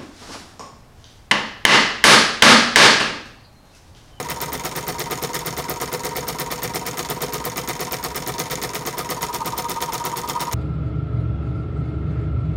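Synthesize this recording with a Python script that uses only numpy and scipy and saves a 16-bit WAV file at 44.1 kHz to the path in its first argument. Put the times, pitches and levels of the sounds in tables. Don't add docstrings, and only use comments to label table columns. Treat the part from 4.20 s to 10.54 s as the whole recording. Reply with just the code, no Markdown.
import sys
import numpy as np
from scipy import signal
from scipy.fft import rfft, irfft, next_fast_len
from scipy.io import wavfile
from scipy.ndimage import uniform_filter1d

SR = 44100
rng = np.random.default_rng(int(sys.argv[2]) if len(sys.argv) > 2 else 0)


def nominal_scale(level):
    x = np.asarray(level, float) / 20
    return 10 ** x


def transcribe(u):
    v = np.clip(np.atleast_2d(u).T, -1, 1)
    q = np.round(v * 32767).astype(np.int16)
    wavfile.write(sys.argv[1], SR, q)


N = 279594
PAD = SR // 10


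def evened(x):
    return x / np.sqrt(np.mean(x ** 2) + 1e-20)


def noise():
    return rng.standard_normal(N + PAD)


def clock():
    return (np.arange(N + PAD) - PAD) / SR


def colour(x, points):
    hz, db = np.transpose(points)
    size = next_fast_len(len(x))
    log_hz = np.log(np.fft.rfftfreq(size, 1 / SR) + 1)
    gain = nominal_scale(np.interp(log_hz, np.log(hz), db))
    return irfft(rfft(x, size) * gain, size)[:len(x)]


def mode(x, hz, width):
    r = np.exp(-np.pi * max(width, 5) / SR)
    w = 2 * np.pi * hz / SR
    return signal.lfilter([0, r * np.sin(w)], [1, -2 * r * np.cos(w), r * r], x)


def clicks(s, size):
    at = np.round(np.ravel(s) * SR).astype(int) + PAD
    return np.bincount(at, np.ravel(size), 2 * N)[:N + PAD]


CRANK_S = [-0.0295, 0.4358, 0.899, 1.3661, 1.8347, 2.3027, 2.771, 3.241, 3.7102, 4.181, 4.652, 5.128, 5.604,
           6.0765, 6.549]


def turns():
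    return np.interp(np.arange(55) / 4, np.arange(len(CRANK_S)), CRANK_S)


def turn_ms():
    t, start = clock(), turns()
    turn = np.maximum(np.searchsorted(start, t) - 1, 0)
    return turn, 1000 * np.maximum(t - start[turn], 0)


# (time after port tick [ms], linkage rattle [dB], steam leak [dB], drone [dB], squeal [dB])
TURN = [(0, -34.5, -72, -56, -25), (8.6, -32, -43, -16, -7), (19, -33.5, -36, -4, -1),
        (24, -34.5, -34, -8, -2), (31.8, -27.5, -35.5, -.5, -.5), (43, -35, -42.5, .3, -9),
        (54.8, -49, -45, -11, -19), (60, -41.5, -49, -19, -12), (68, -48.5, -57, -18, -13),
        (77, -39, -52, -14.5, -5), (88, -39.5, -52, -13, .3), (101.3, -45, -49, -14, -.5),
        (109.2, -52.5, -55, -12, -14), (122, -54, -66, -17, -10)]


def round_turn(index):
    table = np.transpose(TURN)
    return nominal_scale(np.interp(turn_ms()[1], table[0], table[index]))


# (start [s], end [s])
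SLIP_S = (4.9, 4.98)


def slipped(s):
    return np.interp(s, SLIP_S, [0, 1])


def strength(ms, db, scatter_db, slip_db, odd=()):
    s = turns() + ms / 1000
    level = db + scatter_db * rng.standard_normal(len(s)) + slip_db * slipped(s)
    return level + sum(change * (abs(s - at) < .04) for at, change in odd)


def contact(ms, scatter_ms, db, scatter_db, slip_db, odd=()):
    s = turns() + (ms + scatter_ms * rng.standard_normal(len(turns()))) / 1000
    return s, strength(ms, db, scatter_db, slip_db, odd)


def repeating(share):
    share = np.clip(share, 0, 1)
    worn = rng.standard_normal(SR)[(turn_ms()[1] * SR / 1000).astype(int)]
    return np.sqrt(share) * worn + np.sqrt(1 - share) * noise()


# (frequency [Hz], level [dB])
AIR = [(30, -19), (70, 7.5), (100, -5), (300, -0.5), (1000, -1.5), (2500, -14), (6000, -25), (16000, -44)]
AIR_DB = -39.5


def air():
    lumps = evened(uniform_filter1d(noise(), size=6000))
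    low = mode(noise(), 48, 20) + mode(noise(), 69, 20)
    rumble = nominal_scale(-46.3 + 0.51 * lumps) * evened(mode(low, 64, 50))
    return nominal_scale(AIR_DB) * evened(colour(noise(), AIR)) + rumble


# (frequency [Hz], width [Hz], level [dB])
BRASS = [(1532, 160, -10.5), (1790, 166, -5), (2065, 130, -3), (2340, 110, -8), (2652, 42, -13),
         (2893, 46, -14.5), (3140, 42, -11), (3470, 150, -7.5), (4000, 340, -7.5), (4480, 140, -8),
         (5252, 122, -7.5), (5536, 220, -8), (6760, 1140, -8), (8210, 410, -12), (9620, 420, -9.5),
         (11200, 1200, -8.5), (14300, 1200, -1)]
SEATED_DB, SLIPPED_DB = .7, -2.3


def brass(x, direct_db):
    seat = nominal_scale(SEATED_DB + (SLIPPED_DB - SEATED_DB) * slipped(clock()))
    rings = nominal_scale(direct_db) * x
    for k, (hz, width, db) in enumerate(BRASS):
        drive = x * seat if hz < 2500 else x
        gain = (-1) ** k * nominal_scale(db + 11) * np.sqrt(4 * np.pi * width / SR)
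        rings = rings + gain * mode(drive, hz, width)
    return rings


def blows(s, db, points, chatter_ms, tail_db, tail_ms):
    ms = 1000 * np.arange(2000) / SR
    shape = np.exp(-ms / chatter_ms) + nominal_scale(tail_db) * np.exp(-ms / tail_ms)
    force = signal.oaconvolve(clicks(s, nominal_scale(db)), shape)[:N + PAD] * noise()
    return colour(force, points)


# (frequency [Hz], level [dB])
TICK = [(1000, -53), (2000, -18), (4500, -17), (5700, -13), (6700, 1), (7600, -6.5), (11000, -20),
        (15500, -21)]
KNOCK = [(1000, -13), (2000, -8.5), (3500, -9.5), (5250, -6.5), (6700, -6.5), (9500, -8), (11000, -10),
         (15500, -43.5)]
# (time after port opens [ms], scatter [ms], level [dB], scatter [dB], change after slip [dB])
PORT_TICK = (.4, .4, -29.5, 2.2, -.6)
BIG_END = (18.9, .6, -26.5, 1.2, 1.2)
CRANK_PIN = (57.4, .7, -28.3, 1.4, -.4)
RETURN = (76.1, 1.1, -33, 2.2, -1.2)
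WET_S = [-0.03, 1.017, 1.249, 1.483, 2.069, 2.303, 2.654, 3.006, 4.77, 5.128, 5.247, 5.366, 5.604, 5.958]
WET_DB = -12.5
# (time [s], change [dB])
ODD_KNOCKS = [(.105, -2.5), (.338, -4), (.454, 4.5), (.802, 2.5), (1.269, 2.4), (1.386, -4), (2.089, 3),
              (2.321, 0), (2.555, 3.5), (2.79, 2.4), (2.908, 4), (3.259, -4.5), (3.377, 2.6), (3.73, 2.4),
              (4.201, 3.4), (4.435, 3), (4.671, 3.4), (4.91, 4), (5.028, 2.6), (5.386, -4), (5.505, 3),
              (6.096, 2.2)]
ODD_PINS = [(.143, -3.6), (.259, 6), (1.19, 4.6), (1.306, 3.2), (1.776, -3.6), (2.126, 4.2), (2.244, -6.5),
            (2.477, 3.2), (2.71, 4.2), (2.828, 3.2), (3.535, 3.8), (4.355, 5), (4.473, -5), (4.596, -4.6),
            (4.829, -12), (5.187, -7), (5.78, 6), (6.017, -3.4)]


def linkage():
    port, port_db = contact(*PORT_TICK, [(s, WET_DB) for s in WET_S])
    pin, pin_db = contact(*CRANK_PIN, ODD_PINS)
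    knock, knock_db = contact(*BIG_END, ODD_KNOCKS)
    back, back_db = contact(*RETURN)
    rebound = back + (11 + 0.52 * rng.standard_normal(len(back))) / 1000

    light_db = np.r_[port_db, pin_db] - 0.5
    ticks = blows(np.r_[port, pin - .0007], light_db, TICK, 1.0, -10.5, 6.4)
    heavy_db = np.r_[knock_db - 1.5, back_db - 1.5, back_db - 5]
    ticks += blows(np.r_[knock, back, rebound], heavy_db, TICK, 1.0, -7, 7.9)
    all_db = np.r_[knock_db, back_db, port_db - 6, pin_db - 8.5] - 0.5
    knocks = blows(np.r_[knock, back, port, pin + .0035], all_db, KNOCK, 0.71, -13, 10.2)

    clumps = evened(uniform_filter1d(noise(), size=130))
    grains = nominal_scale(1.3 * rng.exponential(1, N + PAD) + 3.0 * clumps) * noise()
    rattle = evened(brass(colour(grains, KNOCK), 1.5))
    return brass(ticks + knocks, -3.5) + round_turn(index=1) * nominal_scale(-1) * rattle


# (time after port tick [ms], level re stroke [dB], centre [Hz])
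PUSHES = [(.5, -1, 270), (6.08, -6, 1290), (6.5, -5.5, 390), (9, -7, 160), (12, -7, 520), (20.52, 1, 760),
          (21.22, -4, 1150), (20, -6, 400), (30, -5, 1150), (34, -3.5, 118), (30, -8, 260),
          (53.5, 4.5, 290), (51, 7.5, 160), (58, -3, 560), (74.5, 4, 255), (77.3, 1, 800), (80, -4, 420)]
# (width [Hz], level [dB])
PLATE_HZ = [126, 142, 162, 188, 264, 300, 375, 425, 496, 655, 733, 850, 940, 1035, 1120, 1227, 1316]
PLATE = [(24, 5), (20, -2), (17, -3.5), (24, -8), (25.9, -3.5), (34.8, -12.5), (30, -.5), (27.9, 0),
         (24, -.5), (50, -.8), (30, .5), (35, -8.5), (36, -6), (45.2, -1.5), (60, -0.5), (42, 1.5),
         (38, -4)]
# (time after port opens [ms], level [dB], scatter [dB], change after slip [dB])
SHOVE = (3, -30, 1.3, -3.3)
THUMP = (57, -36.5, 1.6, -1.5)
# (time [s], change [dB])
ODD_SHOVES = [
    (-.03, -12),
    (4.89, 4.5),
    (5.247, 3.5),
    (5.958, -10),
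    (6.076, 3),
]


def plate(shake):
    port = turns()[:, None]
    ms, db, push_hz = np.transpose(PUSHES)
    shove_db = strength(*SHOVE, ODD_SHOVES)[:, None]
    stroke_db = np.where(ms < 50, shove_db, strength(*THUMP)[:, None])
    late, size = rng.standard_normal((len(port), len(ms), 2)).transpose(2, 0, 1)
    s = port + (ms + 0.17 * late) / 1000
    force = nominal_scale(stroke_db + db + 0.5 + 0.47 * size)
    out = 0
    for hz, (width, mode_db) in zip(PLATE_HZ, PLATE):
        reach = np.exp(-(np.log(hz / push_hz) / .19) ** 2)
        soft = signal.windows.hann(int(1.3 * SR / hz))
        pulse = 4 * np.gradient(soft) * SR / (2 * np.pi * hz * soft.sum())
        pushes = signal.oaconvolve(clicks(s, force * reach), pulse)[:N + PAD]
        out = out + nominal_scale(mode_db) * mode(pushes + np.sqrt(width / SR) * shake, hz, width)
    return signal.sosfilt(signal.cheby2(6, 40, 92, "high", fs=SR, output="sos"), out)


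# (frequency [Hz], level [dB])
JET = [(3000, -28), (7000, -16), (9500, -10), (10700, -12), (12800, -9.5), (14400, 2), (15300, -7),
       (16200, -7.5)]
LEAK = [(3000, -4), (6000, -7.5), (9500, -3), (10700, -9.5), (12500, -4), (14500, -5.5), (16200, -6.5)]
# (time after port opens [ms], scatter [ms], level [dB], scatter [dB], change after slip [dB])
SPIT = (14.1, .9, -27.4, 1.3, -.3)


def steam():
    s, db = contact(*SPIT)
    ms = 1000 * np.arange(-400, 400) / SR
    puff = np.exp(-abs(ms / np.where(ms < 0, 2.7, 2.6)) ** 2)
    spit = signal.oaconvolve(clicks(s, nominal_scale(db + 5)), puff, "same")
    droplets = nominal_scale(1.2 * rng.exponential(1, N + PAD)) * noise()
    leak = evened(colour(noise(), LEAK))
    return spit * evened(colour(droplets, JET)) + nominal_scale(3.0) * round_turn(index=2) * leak


def slipping(drag, hz, width, steady):
    ring = drag
    for _ in range(3):
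        ring = mode(ring, hz, 1.23 * width)
    ring = evened(ring)
    height = np.sqrt(abs(uniform_filter1d(ring ** 2, size=150)) + .05)
    return evened(ring / height ** steady)


# (time after port opens [ms], level [dB], scatter [dB], change after slip [dB])
DRONE = (19, -33.4, 1.3, -3.8)
POWER_SQUEAL = (19, -37, 1.8, 6.8)
RETURN_SQUEAL = (76, -34.6, 1.3, 7.6)


def rubbing():
    turn, ms = turn_ms()
    drag = repeating(0.29)
    slid = slipped(turns()[turn])
    squeal_db = np.where(ms < 64, strength(*POWER_SQUEAL)[turn], strength(*RETURN_SQUEAL)[turn])
    drone_db = strength(*DRONE)[turn]
    squeal_db, drone_db = uniform_filter1d([squeal_db, drone_db], size=300, axis=1)

    drone = slipping(drag, 496, 40, .7) - .15 * slipping(drag, 463, 35, .5)
    drone += (.7 - .4 * slid) * slipping(drag, 426, 40, .5) + .22 * slipping(drag, 376, 45, .4)
    squeal = slipping(drag, 942, 48, .85) + .55 * slipping(drag, 1030, 65, .6)
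    squeal += (.15 + .2 * slid) * slipping(drag, 1220, 90, .3)
    return nominal_scale(drone_db) * round_turn(index=3) * drone + nominal_scale(squeal_db) * round_turn(index=4) * squeal


def yard(x):
    at = np.arange(60, SR // 4, 22)
    taps = np.zeros(SR // 4 + 22)
    fade = nominal_scale(-60 * at / SR / 0.27)
    taps[at + rng.integers(0, 22, len(at))] = rng.choice([-1., 1.], len(at)) * fade
    return signal.oaconvolve(x, taps / np.linalg.norm(taps))[:len(x)]


def scene():
    shake = nominal_scale(0.5) * round_turn(index=1) * repeating(0.2)
    engine = linkage() + plate(shake) + steam() + rubbing()
    return (engine + nominal_scale(-13) * yard(engine) + air())[None, PAD:]


def low_pass(x):
    return signal.sosfilt(signal.butter(12, 16460, fs=SR, output="sos"), x)


def record(dry):
    dry = signal.sosfilt(signal.butter(3, 42, "high", fs=SR, output="sos"), dry)
    band_limit = signal.firwin(301, 15950, window=("kaiser", 9), fs=SR)
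    dry = signal.oaconvolve(dry, band_limit[None], "same")
    return low_pass(dry)


dry = scene()
out = record(dry)
transcribe(out)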